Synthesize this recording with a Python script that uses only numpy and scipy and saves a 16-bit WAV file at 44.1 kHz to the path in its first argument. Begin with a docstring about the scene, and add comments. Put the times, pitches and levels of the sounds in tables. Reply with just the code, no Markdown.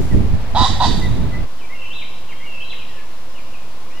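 """Gusts of wind buffet two microphone ports in a grain field; leaves rustle and a bird peeps.
A cock pheasant crows two harsh notes: a tone near 1 kHz, modulated by an uneven flutter, shaped by
the resonances of throat and beak, and scattered back by stalks and far trees.
The scene then changes to a calm field, where a distant songbird whistles over soft air noise,
a faint hum and far twittering."""
import sys
import numpy as np
from scipy import signal
from scipy.fft import rfft, irfft
from scipy.io import wavfile
from scipy.ndimage import uniform_filter1d, minimum_filter1d

SR = 44100
rng = np.random.default_rng(int(sys.argv[2]) if len(sys.argv) > 2 else 0)


def materialize(psi):
    """Save the field psi as 16-bit PCM at rate SR to the path in sys.argv[1].

    A 1-D psi becomes a single channel; in a 2-D psi each row is a channel.
    """
    bounded = np.clip(np.atleast_2d(psi).T, -1, 1)
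    quanta = np.round(bounded * 32767).astype(np.int16)
    wavfile.write(sys.argv[1], SR, quanta)


N = 176400
T = np.arange(N) / SR
CHANGE_S = 1.455  # the windy field gives way to the calm one


def amp(db):
    """Amplitude ratio of a level: a factor of ten per 20 dB."""
    return 10 ** (np.asarray(db) / 20)


def unit(x):
    """Normalisation to an rms of 1."""
    return x / np.sqrt(np.mean(x ** 2) + 1e-20)


def curve(rows, t, column=1):
    """Linear interpolation of a table column over time."""
    rows = np.array(rows)
    return np.interp(t, rows[:, 0], rows[:, column])


def spectrum(rows, hz, column=1):
    """Interpolation of a table column over log frequency."""
    rows = np.array(rows)
    return np.interp(np.log(hz + 1), np.log(rows[:, 0] + 1), rows[:, column])


def add(mix, start_s, sound):
    """Superposition: a sound adds to the mix from its start time."""
    part = mix[max(round(start_s * SR), 0):][:len(sound)]
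    part += sound[:len(part)]


def wander(n, hz):
    """Random modulation: n samples of low-pass Gaussian noise with an rms near 1."""
    f = np.fft.rfftfreq(N, 1 / SR)
    return unit(irfft(rfft(rng.standard_normal(N)) * np.exp(-(f / hz) ** 2), N))[:n]


def colour(x, rows, column=1, size=2048):
    """Minimum-phase filtering: the phase follows from the log gain by the Hilbert transform."""
    hz = abs(np.fft.fftfreq(size, 1 / SR))
    log_gain = np.log(amp(spectrum(rows, hz, column)))
    taps = np.fft.ifft(np.exp(np.conj(signal.hilbert(log_gain)))).real
    return signal.oaconvolve(x, taps)[:len(x)]


def correlate(a, b, correlation):
    """Partial coherence: two independent noises mix into a correlated left-right pair."""
    c = np.clip(correlation, -1, 1)
    return np.array([a, c * a + np.sqrt(1 - c ** 2) * b])


# Likeness of ambient noise at the two ports: f/Hz, correlation
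AMBIENT_CORRELATION = [(30, 0.93), (200, 1), (1000, 0.66), (2500, 0.015), (5000, -0.041), (8000, -0.35),
                       (15000, -0.27)]
def noise(rows, correlation=None):
    """Spectral shaping: white noise takes a table's colour, partly coherent at the two ports."""
    hz = np.fft.rfftfreq(N, 1 / SR)
    if correlation is None:
        correlation = spectrum(AMBIENT_CORRELATION, hz)
    white = correlate(*rfft(rng.standard_normal((2, N))), correlation)
    return unit(irfft(white * amp(spectrum(rows, hz)), N))


# Likeness of reflected sound at the two ports: f/Hz, correlation
ECHO_CORRELATION = [(1000, 0.99), (2600, 0.25), (4200, 0.7), (5500, -0.21), (7200, -0.29), (12000, -0.26)]
def echo(x, rows, build_s, size=256):
    """Reverberation: dense reflections build up, then each band falls 60 dB in its time T60."""
    hz, t, (a, b) = signal.stft(rng.standard_normal((2, SR)), SR, nperseg=size)
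    reflections = correlate(a, b, spectrum(ECHO_CORRELATION, hz)[:, None])
    t60 = spectrum(rows, hz, column=2)[:, None]
    envelope = amp(-60 * t / t60) * (1 - np.exp(-(t / build_s) ** 2))
    energy = (envelope ** 2).mean(1, keepdims=True) * SR
    envelope = envelope / np.sqrt(energy) * amp(spectrum(rows, hz))[:, None]
    response = signal.istft(reflections * envelope, SR, nperseg=size)[1]
    return signal.fftconvolve(x[None], response, axes=1)[:, :N]


# Air over the calm field: f/Hz, relative spectral density/dB
CALM_AIR_SPECTRUM = [(12, -13), (27, 0), (65, 1), (120, -4), (190, -3), (330, -6.5), (600, -6.5),
                     (1080, -6), (1580, -12.5), (3000, -13.5), (4400, -15.5), (5500, -18.5), (7000, -21),
                     (10000, -24.5), (15500, -27)]
def calm_air(db=-41):
    """Broadband noise under slight amplitude modulation: soft, nearly steady air."""
    return amp(db + 0.14 * wander(N, hz=14)) * noise(CALM_AIR_SPECTRUM)


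# Partials of a faint far hum: f/Hz, level/dB
HUM_PARTIALS = [(86, -55.5), (527.6, -57), (1055, -56.5)]
def hum(waver_hz=4):
    """Random frequency modulation makes each pure tone waver."""
    tones = np.zeros(N)
    for hz, db in HUM_PARTIALS:
        phase = 2 * np.pi * np.cumsum(hz + waver_hz * wander(N, hz=11.4)) / SR
        tones += amp(db) * np.sqrt(2) * np.sin(phase)
    return tones


# Air over the windy field: f/Hz, relative spectral density/dB
WINDY_AIR_SPECTRUM = [(200, -6), (600, 3.5), (1100, -2), (1600, -6.5), (2100, -5.5), (3000, -10),
                      (4500, -12.5), (7000, -24), (12000, -27)]
def windy_air(db=-36.5):
    """Stationary broadband noise: a steady rush beneath the gusts."""
    return amp(db) * noise(WINDY_AIR_SPECTRUM)


# Strength of the rustle: t/s, level/dB
RUSTLE_LEVELS = [(0, -43.5), (.2, -50), (.4, -54), (.55, -51), (1, -43), (1.28, -52), (1.44, -55)]
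# Colour of the rustle: f/Hz, relative spectral density/dB
LEAF_SPECTRUM = [(1000, -36), (3000, -1), (7000, 3.5), (11000, -2.5), (16000, -8.5)]
def leaves(flicker_db=1.4):
    """Amplitude-modulated noise: leaves stirred by the gusts give a flickering hiss."""
    rustle = noise(LEAF_SPECTRUM) * amp(flicker_db * wander(N, hz=150))
    return amp(curve(RUSTLE_LEVELS, T)) * unit(rustle)


# Gusts on the ports: t/s, rumble level/dB, relative buffet level/dB, buffet left minus right/dB
PORT_GUSTS = [(0.0, -16.5, -20.5, 1), (0.096, -21, -43, -10), (0.144, -9, -19, -10.5),
              (0.256, -19, -30, -5.5), (0.332, -14, -40.5, -13.5), (0.468, -26.5, -44.5, -3),
              (0.52, -22, -43.5, 1), (0.62, -11.5, -25.5, -12), (0.676, -26, -70, -6),
              (0.7, -15.5, -28, -7), (0.794, -19.5, -42.5, -3), (0.874, -17, -28.5, -7.5),
              (1.126, -16, -34, -10), (1.174, -18.5, -30, -5.5), (1.246, -15, -29, -7.5),
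              (1.338, -24, -40, -9), (1.398, -20, -35, -6), (1.44, -23, -42, -9)]
# Deep rumble and the buffeting above it: f/Hz, relative spectral density/dB
RUMBLE_SPECTRUM = [(10, -8), (35, -0.5), (70, -2.5), (130, -6.5), (200, -18), (320, -32), (700, -74),
                   (2000, -99)]
BUFFET_SPECTRUM = [(80, -30), (170, 4), (260, -2), (400, -10), (600, -20.5), (1200, -69), (3000, -59),
                   (9000, -93)]
def wind(buffet_db=4, lump_db=1.5, lump_hz=23.3):
    """Turbulent pressure fluctuations: gusts strike the two ports in weakly correlated lumps."""
    lumps = amp(lump_db * np.array([wander(N, lump_hz), wander(N, lump_hz)]))
    sides = amp(np.array([[.5], [-.5]]) * curve(PORT_GUSTS, T, column=3))
    rumble = unit(lumps * noise(RUMBLE_SPECTRUM, correlation=-0.042))
    rumble *= amp(curve(PORT_GUSTS, T))
    buffet = unit(lumps * noise(BUFFET_SPECTRUM, correlation=0.25))
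    buffet *= amp(buffet_db + curve(PORT_GUSTS, T, column=2))
    return sides ** 0.62 * rumble + sides * buffet  # the rumble leans less to one side


# Scatter from the grain stalks: f/Hz, gain/dB, T60/s
STALK_SCATTER = [(300, -6, 0.14), (1020, -14, 0.29), (2010, -1, 0.18), (3770, -6, 0.25), (4640, 2.5, 0.63),
                 (8000, -1, 0.57), (15000, -21, .25)]
def stalks(sound, build_s):
    """Scattering: many stalks return a sound as a short, bright reverberation."""
    return echo(sound, STALK_SCATTER, build_s)


def twitter(count=22, centre_hz=5190, spread=0.082, glide=0.115, length_s=0.0295, db=-51.5):
    """Linear frequency sweeps: small far birds chirp at random, heard only as scattered sound."""
    chirps, t = np.zeros(N), np.arange(0, length_s, 1 / SR)
    for when, pitch, slope in rng.uniform(-1, 1, (count, 3)):
        start = CHANGE_S + (when + 1) / 2 * (T[-1] - CHANGE_S)
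        hz = centre_hz * (1 + spread * pitch + glide * np.sign(slope) * t / length_s)
        add(chirps, start, np.hanning(len(t)) * np.sin(2 * np.pi * np.cumsum(hz) / SR))
    return amp(db) * stalks(chirps, build_s=.003)


def whistles(rows, edge_s, waver=0.0071, shimmer_db=2):
    """Frequency modulation: pure tones glide along parabolas, burred more the wider they sweep."""
    song = np.zeros(N)
    for start, length, first, middle, last, db in rows:
        t = np.arange(0, length, 1 / SR)
        n = len(t)
        glide = np.polyval(np.polyfit([0, .5, 1], [first, middle, last], 2), t / length)
        burr = 0.09 * abs(last - first) / middle
        hz = glide * (1 + waver * wander(n, hz=120) + burr * wander(n, hz=265))
        edge = np.clip(np.minimum(t, length - t) / edge_s, 0, 1)
        level = edge * amp(db + shimmer_db * wander(n, hz=131))
        add(song, start, level * np.sqrt(2) * np.sin(2 * np.pi * np.cumsum(hz) / SR))
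    return song


# Notes of the song: start t/s, duration/s, first f/Hz, middle f/Hz, last f/Hz, relative level/dB
SONG_NOTES = [(1.59, 0.042, 3140, 2650, 2360, -42), (1.622, 0.035, 2420, 2345, 2330, -39.5),
              (1.693, 0.05, 1974, 2085, 2200, -38), (1.745, 0.06, 2774, 2744, 2690, -37),
              (1.8, 0.1, 2980, 3030, 2940, -43), (1.814, 0.053, 2700, 2701, 2684, -33),
              (1.82, 0.037, 2630, 2430, 2360, -44), (1.855, .045, 2363, 2650, 2730, -37),
              (1.9, 0.049, 2800, 3230, 3800, -38), (1.91, 0.071, 2720, 2680, 2660, -36.5),
              (1.94, 0.06, 3846, 3928, 3970, -40.5), (1.985, 0.051, 3773, 2755, 1906, -36.5),
              (2.012, .035, 2405, 2370, 2400, -39), (2.28, 0.16, 3100, 3160, 3210, -50.5),
              (2.286, 0.049, 2823, 2450, 1740, -38.5), (2.398, 0.076, 2002, 2175, 2320, -38),
              (2.45, 0.12, 2870, 2730, 2696, -35.5), (2.56, 0.096, 2627, 2632, 2670, -33.5),
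              (2.601, 0.033, 2800, 3115, 3220, -34), (2.64, 0.055, 3884, 3984, 3980, -43),
              (2.675, 0.033, 2720, 2690, 2660, -39), (2.696, 0.043, 3560, 2940, 1715, -33),
              (2.775, 0.059, 3150, 2625, 2430, -39), (2.883, 0.038, 1970, 1900, 1870, -45),
              (2.933, 0.092, 1720, 1727, 1700, -46), (2.953, 0.051, 2780, 2615, 2110, -43),
              (3.345, 0.06, 2910, 2674, 2200, -41.5), (3.532, 0.03, 2930, 2580, 2390, -38),
              (3.83, 0.086, 2240, 2190, 2170, -52), (3.899, 0.092, 2210, 2765, 2900, -45.5),
              (3.92, 0.077, 1860, 1960, 1990, -48)]
# Outdoor echo of birdsong: f/Hz, gain/dB, T60/s
SONG_REVERB = [(1520, -5.5, 0.46), (2700, -3.5, 0.91), (4000, 2.5, 0.93)]
def songbird(direct_db=-5, lean_left_db=0.8):
    """A low direct-to-reverberant ratio places the whistling bird at a distance."""
    song = whistles(SONG_NOTES, edge_s=0.0045)
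    sides = amp([[lean_left_db], [-lean_left_db]])
    return sides * (amp(direct_db) * song + echo(song, SONG_REVERB, build_s=0.0028))


# Peeps in the windy field: start t/s, duration/s, first f/Hz, middle f/Hz, last f/Hz, level/dB
PEEP_NOTES = [(.1, 0.054, 2240, 1920, 1960, -39.5), (1.008, 0.077, 2025, 2000, 1915, -31.5),
              (1.314, 0.068, 2000, 2000, 1995, -34), (1.372, 0.049, 2060, 2020, 1980, -41)]
def peeps(echo_db=-8):
    """Direct sound dominates at short range: a nearer bird's soft peeps swell and fade."""
    song = whistles(PEEP_NOTES, edge_s=.028)
    return song + amp(echo_db) * echo(song, SONG_REVERB, build_s=0.012)


def crow(contour, start, length, db, swell_s, release_s, open_s, bright_db):
    """Amplitude and frequency modulation by an uneven flutter add the sidebands heard as rasp."""
    flutter_hz, flutter_jitter, pitch_jitter = 183.1, 0.28, 0.024
    nick_depth, bend_depth, shimmer_db = .7, 0.099, 1.3
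    overtone_db, hiss_db, burst_db, top_harmonic = -8.5, -11, 4.5, 13
    t = np.arange(0, length, 1 / SR)
    n = len(t)
    pitch = curve(contour, start + t)
    rate = flutter_hz * (1 + flutter_jitter * wander(n, hz=183))
    flutter = -np.cos(2 * np.pi * np.cumsum(rate) / SR)
    # each beat nicks the fundamental and bends its pitch
    nicks = 1 - nick_depth * ((1 - flutter) / 2) ** 2
    shimmer = amp(shimmer_db * wander(n, hz=260))
    phase = 2 * np.pi * np.cumsum(pitch * (1 + pitch_jitter * wander(n, hz=330))) / SR
    bend = bend_depth * 2 * np.pi * np.cumsum(-flutter * pitch) / SR
    bend = signal.lfilter(*signal.butter(1, 40, "high", fs=SR), bend)  # no slow phase drift
    tone = unit(nicks * shimmer * np.cos(phase + bend))
    # overtones and hiss burst on each beat and open as the note grows
    overtones = sum(np.cos(k * (phase + 0.63 * bend) + 2 * np.pi * rng.random())
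                    for k in range(2, top_harmonic + 1))
    hiss = rng.standard_normal(n) * np.sqrt(top_harmonic + 1)
    bursts = unit(amp(burst_db * flutter))
    opening = amp(bright_db - 3 * np.exp(-t / open_s))
    rasp = opening * bursts * (amp(overtone_db) * overtones + amp(hiss_db) * hiss)
    attack = np.minimum(t / .0025, 1)
    release = np.minimum((length - t) / release_s, 1)
    swell = amp(db - 6 * np.exp(-t / swell_s))
    return attack * release * swell * (tone + rasp)


# Pitch contours, one list for each crow note: t/s, f/Hz
CROW_CONTOURS = [
    [(.547, 849), (.56, 858), (.575, 965), (.61, 1004), (.64, 999), (.651, 969), (.658, 1085), (.675, 1120)],
    [(.8, 938.5), (.812, 984), (.83, 1005), (.845, 922), (.87, 965)],
]
# Crow notes: start t/s, duration/s, source level/dB, swell/s, release/s, opening/s, brightness/dB
CROW_NOTES = [(.547, 0.13, -12.8, 0.013, 0.027, .035, 2), (.8, 0.07, -13, 0.0023, 0.024, .005, 2)]
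# Resonances of throat and beak: f/Hz, gain/dB
VOCAL_TRACT = [(300, -32), (520, -4), (660, 1), (880, 1.5), (1000, 1), (1160, 1), (1350, -0.5), (1600, -10),
               (1850, -8), (2100, -18.5), (2900, -15.5), (3250, -4.5), (3450, -1), (3880, 3.5), (4050, -2),
               (4280, -10), (4540, -1), (4750, -9), (6300, -15), (7200, -16), (9500, -21.5), (15000, -49)]
# Straight path to the ports: f/Hz, left gain/dB, right gain/dB
DIRECT_PATH = [(300, -2, -0.5), (1030, -6, -1), (2200, -11.5, -6), (3900, -11, -0.5), (7900, -41.5, -20.5)]
# Echo from the far trees: f/Hz, relative gain/dB, T60/s
TREE_REVERB = [(300, 2, 0.94), (1050, -16, 0.95), (2010, 2.5, 0.9), (3960, -5, 0.87), (8000, -18, 0.28),
               (15000, -18, .5)]
def pheasant(echo_left_db=-5.5, echo_right_db=0.5):
    """Source-filter principle: throat and beak shape the notes, heard direct and scattered."""
    source = np.zeros(N)
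    for contour, note in zip(CROW_CONTOURS, CROW_NOTES):
        add(source, note[0], crow(contour, *note))
    voice = colour(source, VOCAL_TRACT)
    direct = np.array([colour(voice, DIRECT_PATH, column=side) for side in (1, 2)])
    scattered = stalks(voice, build_s=0.0084) + echo(voice, TREE_REVERB, build_s=0.027)
    return direct + amp([[echo_left_db], [echo_right_db]]) * scattered


def scene(fade_s=.035):
    """Superposition of the sources, with a quick crossfade from the windy field to the calm one."""
    windy = pheasant() + peeps() + wind() + leaves() + windy_air()
    calm = hum() + calm_air() + twitter()
    fade = np.clip((T - CHANGE_S) / fade_s + .5, 0, 1)
    return (1 - fade) * windy + np.sqrt(fade) * calm + songbird()


def record(dry, offset=0.14, window_samples=89, cutoff_hz=15850):
    """Peak limiting and band limiting: with a constant offset, the sound is held near full scale."""
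    needed_gain = 1 / np.maximum(abs(dry + offset), 1)
    held_gain = minimum_filter1d(needed_gain, window_samples, axis=1)
    gain = uniform_filter1d(held_gain, window_samples, axis=1)
    limited = (dry + offset) * gain
    lowpass = signal.firwin(511, cutoff_hz, window=("kaiser", 9), fs=SR)
    return signal.oaconvolve(limited - offset, lowpass[None], "same") + offset


dry = scene()
out = record(dry)
materialize(out)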